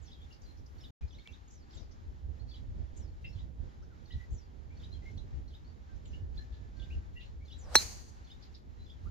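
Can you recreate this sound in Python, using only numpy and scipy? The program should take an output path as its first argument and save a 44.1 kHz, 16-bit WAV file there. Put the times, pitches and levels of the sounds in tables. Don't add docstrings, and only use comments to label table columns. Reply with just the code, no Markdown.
import sys
import numpy as np
from scipy import signal
from scipy.fft import rfft, irfft, next_fast_len
from scipy.io import wavfile
from scipy.ndimage import uniform_filter1d, map_coordinates

SR = 44100
rng = np.random.default_rng(int(sys.argv[2]) if len(sys.argv) > 2 else 0)


def output_pcm(signal):
    pcm = np.clip(np.atleast_2d(signal).T, -1, 1) * 32767
    wavfile.write(sys.argv[1], SR, np.round(pcm).astype(np.int16))


def level_to_linear(level):
    exponent = np.asarray(level, float) / 20
    return 10 ** exponent


N = 401310
T = np.arange(N) / SR
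BLOW_S = 7.75385
CUT_S = .907, 1.009
# (frequency [Hz], left-right correlation)
ALIKE = [(300, 0.15), (700, -0.6), (1400, -0.56), (2000, -0.27), (3000, 0.61), (8000, 0.044)]


def unit(x):
    return x / np.sqrt(np.mean(x ** 2) + 1e-20)


def along(points, hz):
    f, v = np.transpose(points)
    return np.interp(np.log(hz + 1), np.log(f + 1), v)


def curves(rows):
    s, *cols = np.transpose(rows)
    return [np.interp(T, s, c) for c in cols]


def wobble(rate_hz):
    return map_coordinates(rng.standard_normal(int(N * rate_hz / SR) + 4), [T * rate_hz])


def filtered(x, response):
    m = next_fast_len(x.shape[-1] + 8192)
    return irfft(rfft(x, m) * response(np.fft.rfftfreq(m, 1 / SR)), m)[..., :x.shape[-1]]


def rush(spectrum, alike):
    def shape(hz):
        turn = np.arccos(np.clip(along(alike, hz), -1, 1)) / 2
        return level_to_linear(along(spectrum, hz)) * [np.cos(turn), np.sin(turn)]

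    mid, side = filtered(rng.standard_normal((2, N)), shape)
    return unit(np.array([mid + side, mid - side]))


def patchy(x, depth_db):
    z = signal.stft(x, nperseg=1024)[2]
    field = uniform_filter1d(rng.standard_normal(z.shape), size=7, axis=1)
    field = uniform_filter1d(field, size=4, axis=2)
    return unit(signal.istft(z * level_to_linear(depth_db * unit(field)), nperseg=1024)[1][:, :N])


def echo(x, t60_s, colour_db, wait_s):
    hz, t, z = signal.stft(rng.standard_normal((2, SR)), SR, nperseg=256)
    rise = 1 - np.exp(-(t / wait_s) ** 2)
    decay_db = colour_db(hz)[:, None] - 60 * t / t60_s(hz)[:, None]
    tail = signal.istft(z * rise * level_to_linear(decay_db), SR, nperseg=256)[1]
    return signal.fftconvolve(x[None], tail / np.linalg.norm(tail[0]), axes=1)[:, :N]


def air(song):
    # (frequency [Hz], level [dB])
    wash_spectrum = [(290, -32), (500, -19), (645, -8), (795, 2), (1050, -4), (1830, -6.5), (2600, -13.5),
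                     (3900, -14), (6960, -19.5), (7550, -23), (8000, -55.5), (10400, -83.5), (17600, -120)]
    # (frequency [Hz], level [dB])
    hiss_spectrum = [(4590, -37.5), (7800, -13), (8320, -9.5), (8860, -1.5), (9620, -3.5), (14200, 0),
                     (15800, -9.5)]
    struck = (T > BLOW_S) * np.exp(-((T - BLOW_S) / 0.33) ** 2)
    wash_db = -68 + 11 * struck
    climb_db = 8 * T * (T < CUT_S[1])
    hiss_db = -91.5 + climb_db + 9.5 * struck + 0.3 * wobble(25)
    song_db = 10 * np.log10(np.abs(uniform_filter1d(song[0] ** 2, size=3000)) + 1e-9)
    opening = np.clip((song_db + 74) / 12, 0, 1)
    wash = level_to_linear(wash_db + 1.3 * wobble(11)) * rush(wash_spectrum, ALIKE)
    treble = filtered(wash, lambda hz: 1 / (1 + (2300 / (hz + 1)) ** 4))
    hiss = level_to_linear(hiss_db + 4.3 * opening) * patchy(rush(hiss_spectrum, [(9000, 0)]), depth_db=4.5)
    return wash + (level_to_linear(3.9 * opening) - 1) * treble + hiss


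def wind():
    # (time [s], level [dB], left-right [dB])
    breeze = [(0, -56, 0), (.78, -53, -3.5), (1.05, -54, 1.5), (1.3, -55, -1.5), (1.8, -53.5, 5),
              (2.3, -48, -8), (3.1, -49, -3.5), (3.5, -44, -9), (3.9, -52.5, -7), (4.6, -51, -5),
              (5.2, -44.5, -7.5), (5.4, -46.5, 6.5), (5.8, -55, -8.5), (6.2, -43, -4.5), (6.9, -49, -2.5),
              (7.7, -48, 4.5), (8.1, -55, -1.5), (9.1, -50.5, 1.5)]
    # (time [s], level over the breeze [dB])
    gusts = [(1.04, 9.5), (2.08, 5), (2.25, 5), (2.69, 7.5), (2.82, 5), (3.369, 10), (3.72, -11.5),
             (3.83, 1), (4.161, 15.5), (4.329, 14), (6.97, 10.5), (8.62, -7), (9.07, 8)]
    # (frequency [Hz], density [dB per Hz])
    rumble = [(8.8, -48.5), (15, -12.5), (53, 0), (70, 4), (85, -1), (145, -16.5), (188, -24), (250, -26.5),
              (320, -54.5), (550, -120)]
    # (frequency [Hz], density [dB per Hz])
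    rustle = [(76, -35), (130, -4), (188, -7), (247, -7.5), (625, -18), (1000, -30.5), (1300, -59.5),
              (2200, -120)]
    rise_s, fall_s = 0.026, 0.044
    breeze_db, pan_db = curves(breeze)
    puff_db = sum(db * np.exp(-((T - s) / np.where(T < s, rise_s, fall_s)) ** 2) for s, db in gusts)
    sides = level_to_linear(np.array([pan_db, -pan_db]) / 2)
    eddies = np.array([wobble(16), wobble(16)])
    thump = unit(level_to_linear(3.5 * eddies) * rush(rumble, [(60, 0.19)]))
    low = level_to_linear(breeze_db + puff_db + 3.5) * thump
    rustle_db = -60 + 0.37 * (breeze_db - breeze_db.mean()) + 0.21 * puff_db
    high = level_to_linear(rustle_db) * unit(level_to_linear(2.4 * eddies) * rush(rustle, ALIKE))
    return sides * (low + high)


def add_note(song, s, hz, db):
    pan, lag = rng.standard_normal(2)
    phase = 2 * np.pi * np.cumsum(hz) / SR + [[0], [1.35 + .5 * lag]]
    level = level_to_linear(db + 4.5 + 0.5 * pan * np.array([[1], [-1]]))
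    song[:, round(s * SR):][:, :len(hz)] += level * np.sin(phase)


def far_piper(song):
    # (time [s], length [s], first pitch [Hz], level [dB])
    coos = [
        (5.874, 0.082, 1578, -77.5),
        (6.117, .57, 1764, -79.5),
        (6.747, 0.363, 1582, -77.5),
    ]
    sag_hz_per_s, edge_s = 77, .02
    waver_db = 1.5 * wobble(9)
    for s, length_s, first_hz, db in coos:
        t = np.arange(1, round(length_s * SR)) / SR
        edges = np.clip(np.minimum(t, length_s - t) / edge_s, .01, 1)
        level_db = db + waver_db[round(s * SR):][:len(t)] + 20 * np.log10(edges)
        add_note(song, s, first_hz - sag_hz_per_s * t, level_db)


def chips(song):
    # (time [s], length [s], centre [Hz], level [dB])
    scratches = [(0.32, 0.028, 4920, -61.5), (0.413, 0.027, 6100, -65.5), (0.567, 0.028, 5400, -67),
                 (0.658, 0.016, 5450, -66), (1.705, 0.14, 4870, -68.5), (1.91, 0.019, 5500, -64),
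                 (2.959, 0.027, 6850, -63), (3.243, 0.033, 2830, -63), (3.818, 0.038, 5460, -73),
                 (4.303, 0.056, 6500, -71), (5.95, 0.023, 5830, -74), (6.047, 0.023, 3280, -65.5),
                 (6.372, .02, 4020, -72), (6.52, 0.063, 3800, -69), (7.196, 0.06, 3250, -62.5),
                 (8.418, 0.04, 4430, -58.5), (8.54, 0.028, 4560, -60.5), (1.503, 0.043, 6300, -65.5),
                 (4.184, 0.018, 2700, -68)]
    for s, length_s, centre_hz, db in scratches:
        t = np.arange(round(length_s * 2 * SR)) / SR
        rasp = filtered(rng.standard_normal((2, len(t))), lambda hz: np.exp(-((hz - centre_hz) / 1100) ** 2))
        swell = np.minimum(t / 0.0081, 1) * np.exp(-(t / length_s) ** 2)
        song[:, round(s * SR):][:, :len(t)] += level_to_linear(db) * unit(rasp) * swell


def whistles(song, flutter):
    # (time [s], length [s], top [Hz], share lower at both ends, level [dB])
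    arched = [(0.218, .026, 3570, .06, -65), (0.432, 0.03, 4830, .05, -68),
              (1.022, 0.022, 2470, 0.045, -67), (1.186, .027, 4400, 0.042, -66),
              (3.243, 0.04, 2095, .03, -67), (4.703, 0.053, 2375, .09, -68.5),
              (5.056, .06, 2157, 0.038, -60.5), (5.178, 0.031, 4060, 0.17, -63),
              (5.647, 0.098, 4530, .04, -76), (6.134, 0.044, 2940, .04, -62),
              (6.378, .022, 4200, 0.057, -51.5), (6.386, 0.049, 1746, .03, -64.5),
              (6.903, 0.065, 2900, .2, -60.5), (7.248, .029, 4240, 0.11, -71),
              (7.407, 0.064, 2310, 0.05, -70), (7.525, 0.045, 3900, .03, -63.5)]
    # (time [s], length [s], last pitch [Hz], share it climbs, level [dB])
    sliding = [(0.307, 0.045, 2860, 0.011, -65), (9.057, 0.038, 1460, 0.22, -63),
               (3.821, 0.039, 1690, 0.31, -71), (1.195, .029, 3860, 0.19, -64),
               (1.257, 0.032, 2390, 0.08, -61), (1.281, .022, 2855, .1, -61),
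               (1.285, 0.031, 2335, -0.074, -70), (1.326, .026, 3900, 0.17, -62),
               (3.903, .07, 1250, -.28, -72.5), (2.396, 0.033, 4550, .1, -68),
               (2.481, 0.11, 4520, -0.00099, -64), (4.186, .075, 1997, 0.04, -64),
               (4.918, 0.03, 4220, 0.056, -61), (4.94, 0.031, 3180, -.05, -66),
               (5.08, 0.014, 5700, .25, -73), (5.112, .015, 5530, -.15, -76), (5.177, 0.01, 6400, .14, -70),
               (6.372, 0.0153, 4220, 0.24, -62), (7.161, 0.042, 2824, .03, -58.5),
               (7.213, 0.039, 2940, 0.15, -63.5)]
    # (time [s], length [s], pitch [Hz], level [dB])
    peeps = [(.06, 0.036, 5400, -69), (0.147, 0.12, 3280, -73.5), (0.46, 0.099, 4170, -71.5),
             (0.809, .02, 5350, -64), (1.08, .03, 5150, -73), (1.126, .02, 5900, -69),
             (1.186, .021, 2250, -66), (1.196, .035, 3730, -68), (1.323, 0.0088, 6000, -68),
             (1.48, .023, 6650, -69), (3.244, 0.049, 2690, -58), (3.261, 0.044, 4990, -69),
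             (3.28, 0.056, 5430, -73), (4.102, 0.081, 1950, -67.5), (5.022, 0.036, 2030, -70),
             (5.173, .0085, 4300, -63), (6.357, .023, 4550, -67), (7.155, .055, 1950, -63),
             (8.789, 0.084, 4030, -71.5)]
    early = .75
    notes = [(s, n, hz * (1 - d), hz, hz * (1 - d), db) for s, n, hz, d, db in arched]
    notes += [(s, n, hz * (1 - d), hz * (1 - d * (1 - early)), hz, db) for s, n, hz, d, db in sliding]
    notes += [(s, n, hz, hz, hz, db) for s, n, hz, db in peeps]
    for s, length_s, first_hz, middle_hz, last_hz, db in notes:
        u = np.arange(1, round(length_s * SR)) / (length_s * SR)
        bend = np.polyfit([0, .5, 1], [first_hz, middle_hz, last_hz], 2)
        hz = np.polyval(bend, u) * flutter[round(s * SR):][:len(u)] ** .4
        swell_db = np.minimum(0, 22 * np.log10(1.4 * np.sin(np.pi * u ** 0.32)))
        add_note(song, s, hz, db + swell_db)


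def repeated_calls(song, flutter):
    # (time from peak [s], pitch [Hz], level [dB])
    chirp = [(-.078, 4150, -16), (-.066, 4400, -7), (-.054, 4250, -22), (-.042, 3450, -3),
             (-.027, 3350, -22), (-.016, 2980, -3), (0, 3900, -1), (.008, 3500, -7), (.018, 3050, -16)]
    # (time [s], level [dB])
    sparrow = [(0.126, -62.5), (0.851, -59.5), (1.151, -61), (1.78, -60.5), (2.56, -58.5), (3.401, -60.5),
               (4.127, -61), (4.844, -61.5), (5.551, -62), (6.841, -61.5), (7.526, -56), (8.319, -61),
               (8.909, -62)]
    # (time [s], pitch [Hz], level [dB])
    falling = [(0, 7800, -10), (.015, 7200, 0), (.04, 6250, -2), (.08, 5250, -7), (.13, 4300, -12)]
    # (time [s], level [dB])
    whistler = [(.012, -68), (1.51, -70), (1.739, -69.5), (2.963, -70), (4.32, -69.5), (6.049, -73),
                (7.576, -64.5)]
    for shape, calls, upper_db, rough in (chirp, sparrow, -7, 1.1), (falling, whistler, -30, .6):
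        at, pitch, level = np.transpose(shape)
        t = np.arange(at[0], at[-1], 1 / SR)
        for peak_s, db in calls:
            s = peak_s + at[0]
            hz = np.interp(t, at, pitch) * flutter[round(s * SR):][:len(t)] ** rough
            swell_db = db + np.interp(t, at, level + rng.normal(0, 1.6, len(at)))
            swell_db = swell_db - 40 * np.exp(-(t - at[0]) / .002)
            add_note(song, s, hz, swell_db)
            add_note(song, s, hz * rng.uniform(1.18, 1.5), swell_db + upper_db - 70 * (t - at[0]))


def birds():
    song = np.zeros((2, N + SR))
    flutter = 1 + .035 * wobble(320)
    far_piper(song)
    chips(song)
    whistles(song, flutter)
    repeated_calls(song, flutter)
    song = song[:, :N] * level_to_linear(3.6 * wobble(150))
    leaves = echo(song[0], lambda hz: 0.18 + 0 * hz, lambda hz: 0 * hz, wait_s=0.0054)
    return 0.87 * song + level_to_linear(-4.5) * leaves


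def twig():
    # (time [s], peak level [dB])
    snap = [
        (1.2733, -49.5),
    ]
    (s, db), = snap
    t = np.clip(T - s - .0015, 0, .05)
    dull = filtered(rng.standard_normal(N), lambda hz: 1 / (1 + (hz / 7500) ** 4))
    return level_to_linear(db + 11 - 60 * t / 0.0077) * (t > 0) * (np.sin(2 * np.pi * 3300 * t) + 0.29 * dull)


def swing():
    # (time [s], shaft level [dB], head level [dB])
    swish = [
        (7.6, -71, -80.5),
        (7.68, -57.5, -73),
        (7.73, -50, -57),
        (7.752, -49, -51),
        (7.77, -56.5, -67),
        (7.85, -95, -92.5),
    ]
    shaft_db, head_db = curves(swish)
    shaft = rush([(200, -37), (500, 1), (900, -5.5), (1600, -11.5), (3000, -28), (9000, -75.5)], [(900, .4)])
    head = rush([(1000, -40.5), (3000, -5.5), (4200, 0.5), (6200, -6.0), (8000, -6.5), (16000, -28)],
                [(900, .2)])
    moving = (T > swish[0][0]) * (T < swish[-1][0])
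    return (level_to_linear(shaft_db) * shaft + level_to_linear(head_db) * head) * moving


def ring(modes, attack_s, shake_db):
    start = round(BLOW_S * SR)
    span = slice(start, start + SR // 2)
    t = T[span] - T[start]
    out = np.zeros(N)
    for hz, db, t60_s in modes:
        shake = map_coordinates(rng.standard_normal(size=50), [90 * t])
        out[span] += level_to_linear(db - 60 * t / t60_s + shake_db * shake) * np.sin(2 * np.pi * hz * t)
    out[span] *= 1 - np.exp(-(t / attack_s) ** 2)
    return out


def tree_line(head):
    # (frequency [Hz], t60 [s])
    decay = [(300, 0.99), (1500, 0.44), (4500, 0.67), (7000, 0.66), (12000, 0.56)]
    # (frequency [Hz], level [dB])
    answer = [(200, -14.5), (800, -10.5), (2500, -8), (3400, -17.5), (4000, -12), (4550, -1.5),
              (5300, -11.5), (6500, -0.5), (7600, -13), (9500, -17), (12000, -17.5), (16000, -26)]
    # (time after the blow [s], level [dB])
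    trunks = [(.047, 0.5), (.07, 3.5), (.11, 0), (0.171, 2), (.26, 1.5), (.34, 4.5)]
    kick = np.zeros(N)
    kick[round(BLOW_S * SR)] = 1
    trees = echo(kick + .04 * head, lambda hz: along(decay, hz), lambda hz: along(answer, hz), wait_s=0.02)
    after = np.clip(T - BLOW_S, 0, 1)
    returns_db = sum(db * np.exp(-((after - s) / 0.013) ** 2) for s, db in trunks)
    return level_to_linear(-4.0 + returns_db) * trees


def strike():
    # (frequency [Hz], level [dB], t60 [s])
    head_modes = [(2440, -33, .07), (3875, -12, .12), (4156, -2.5, .115), (4250, -12, .1), (4388, -10, .09),
                  (4550, -21, .12), (5300, -22, .07), (5788, -1.5, .045), (6000, -18, .07),
                  (6245, -13, .055), (6435, -11, .036), (6810, -21, .05), (7020, -25, .07),
                  (7890, -13, .032), (9030, -28, .055), (11440, -30, .07), (13200, -40, .08)]
    # (frequency [Hz], level [dB], t60 [s])
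    ball_modes = [(210, -24.5, 0.066), (372, -11, 0.027), (628, -14, 0.014), (925, -6.5, 0.018),
                  (1695, -8, 0.018), (2564, -16, 0.003), (4323, -8, 0.021), (5700, -1.5, 0.014),
                  (7787, -8.5, 0.026)]
    # (frequency [Hz], lead [rad])
    port_lead = [(400, 0), (1700, .4), (4200, .85), (5800, 1.9), (6300, 2.2), (7900, 4.2), (11000, 4)]
    # (frequency [Hz], left-right [dB])
    port_tilt = [(400, -2.5), (900, 5), (1700, 1), (4200, -3), (6200, -4.5), (7900, 6.5), (11000, 2.5)]
    squash = np.clip((T - BLOW_S - .0005) / .00016, -9, 9)
    rebound = (1 - squash ** 2) * np.exp(-squash ** 2 / 2)
    pop = level_to_linear(-7.0) * ring(ball_modes, attack_s=0.0014, shake_db=4.5) - level_to_linear(-3.0) * rebound
    head = level_to_linear(-10) * ring(head_modes, attack_s=0.0012, shake_db=2.5)

    def ports(hz):
        half = level_to_linear(along(port_tilt, hz) / 2) * np.exp(.5j * along(port_lead, hz))
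        return half ** np.array([[1], [-1]])

    direct = filtered(np.tile(pop + head, (2, 1)), ports)
    after = np.clip(T - BLOW_S, 0, 1)
    burst = rush([(300, -8.5), (1000, 0), (3300, -2.5), (7500, -0.5), (16000, -11)], [(900, 0.1)])
    crack = level_to_linear(-22 - 60 * after / 0.045) * (T > BLOW_S + .0003) * burst * level_to_linear([[1.5], [-1.5]])
    smear = [(300, -13.0), (900, -6.5), (2500, -19.5), (4200, -4.5), (5000, -14.5), (6100, 0.5),
             (7500, -18.5), (16000, -24)]
    ahead = level_to_linear(-35) * (T > BLOW_S - .008) * (T < BLOW_S) * rush(smear, [(900, 0.38)])
    return direct + crack + ahead + tree_line(head)


def scene():
    song = birds()
    return air(song) + wind() + song + twig() + swing() + strike()


def low_pass(x):
    return signal.sosfilt(signal.butter(12, 16480, fs=SR, output="sos"), x)


def record(dry):
    gate = np.clip(np.maximum(CUT_S[0] - T, T - CUT_S[1]) / 0.0017, 0, 1)
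    mix = filtered(dry * gate, lambda hz: np.clip((15850 - hz) / 300, 0, 1))
    return low_pass(mix)


dry = scene()
out = record(dry)
output_pcm(out)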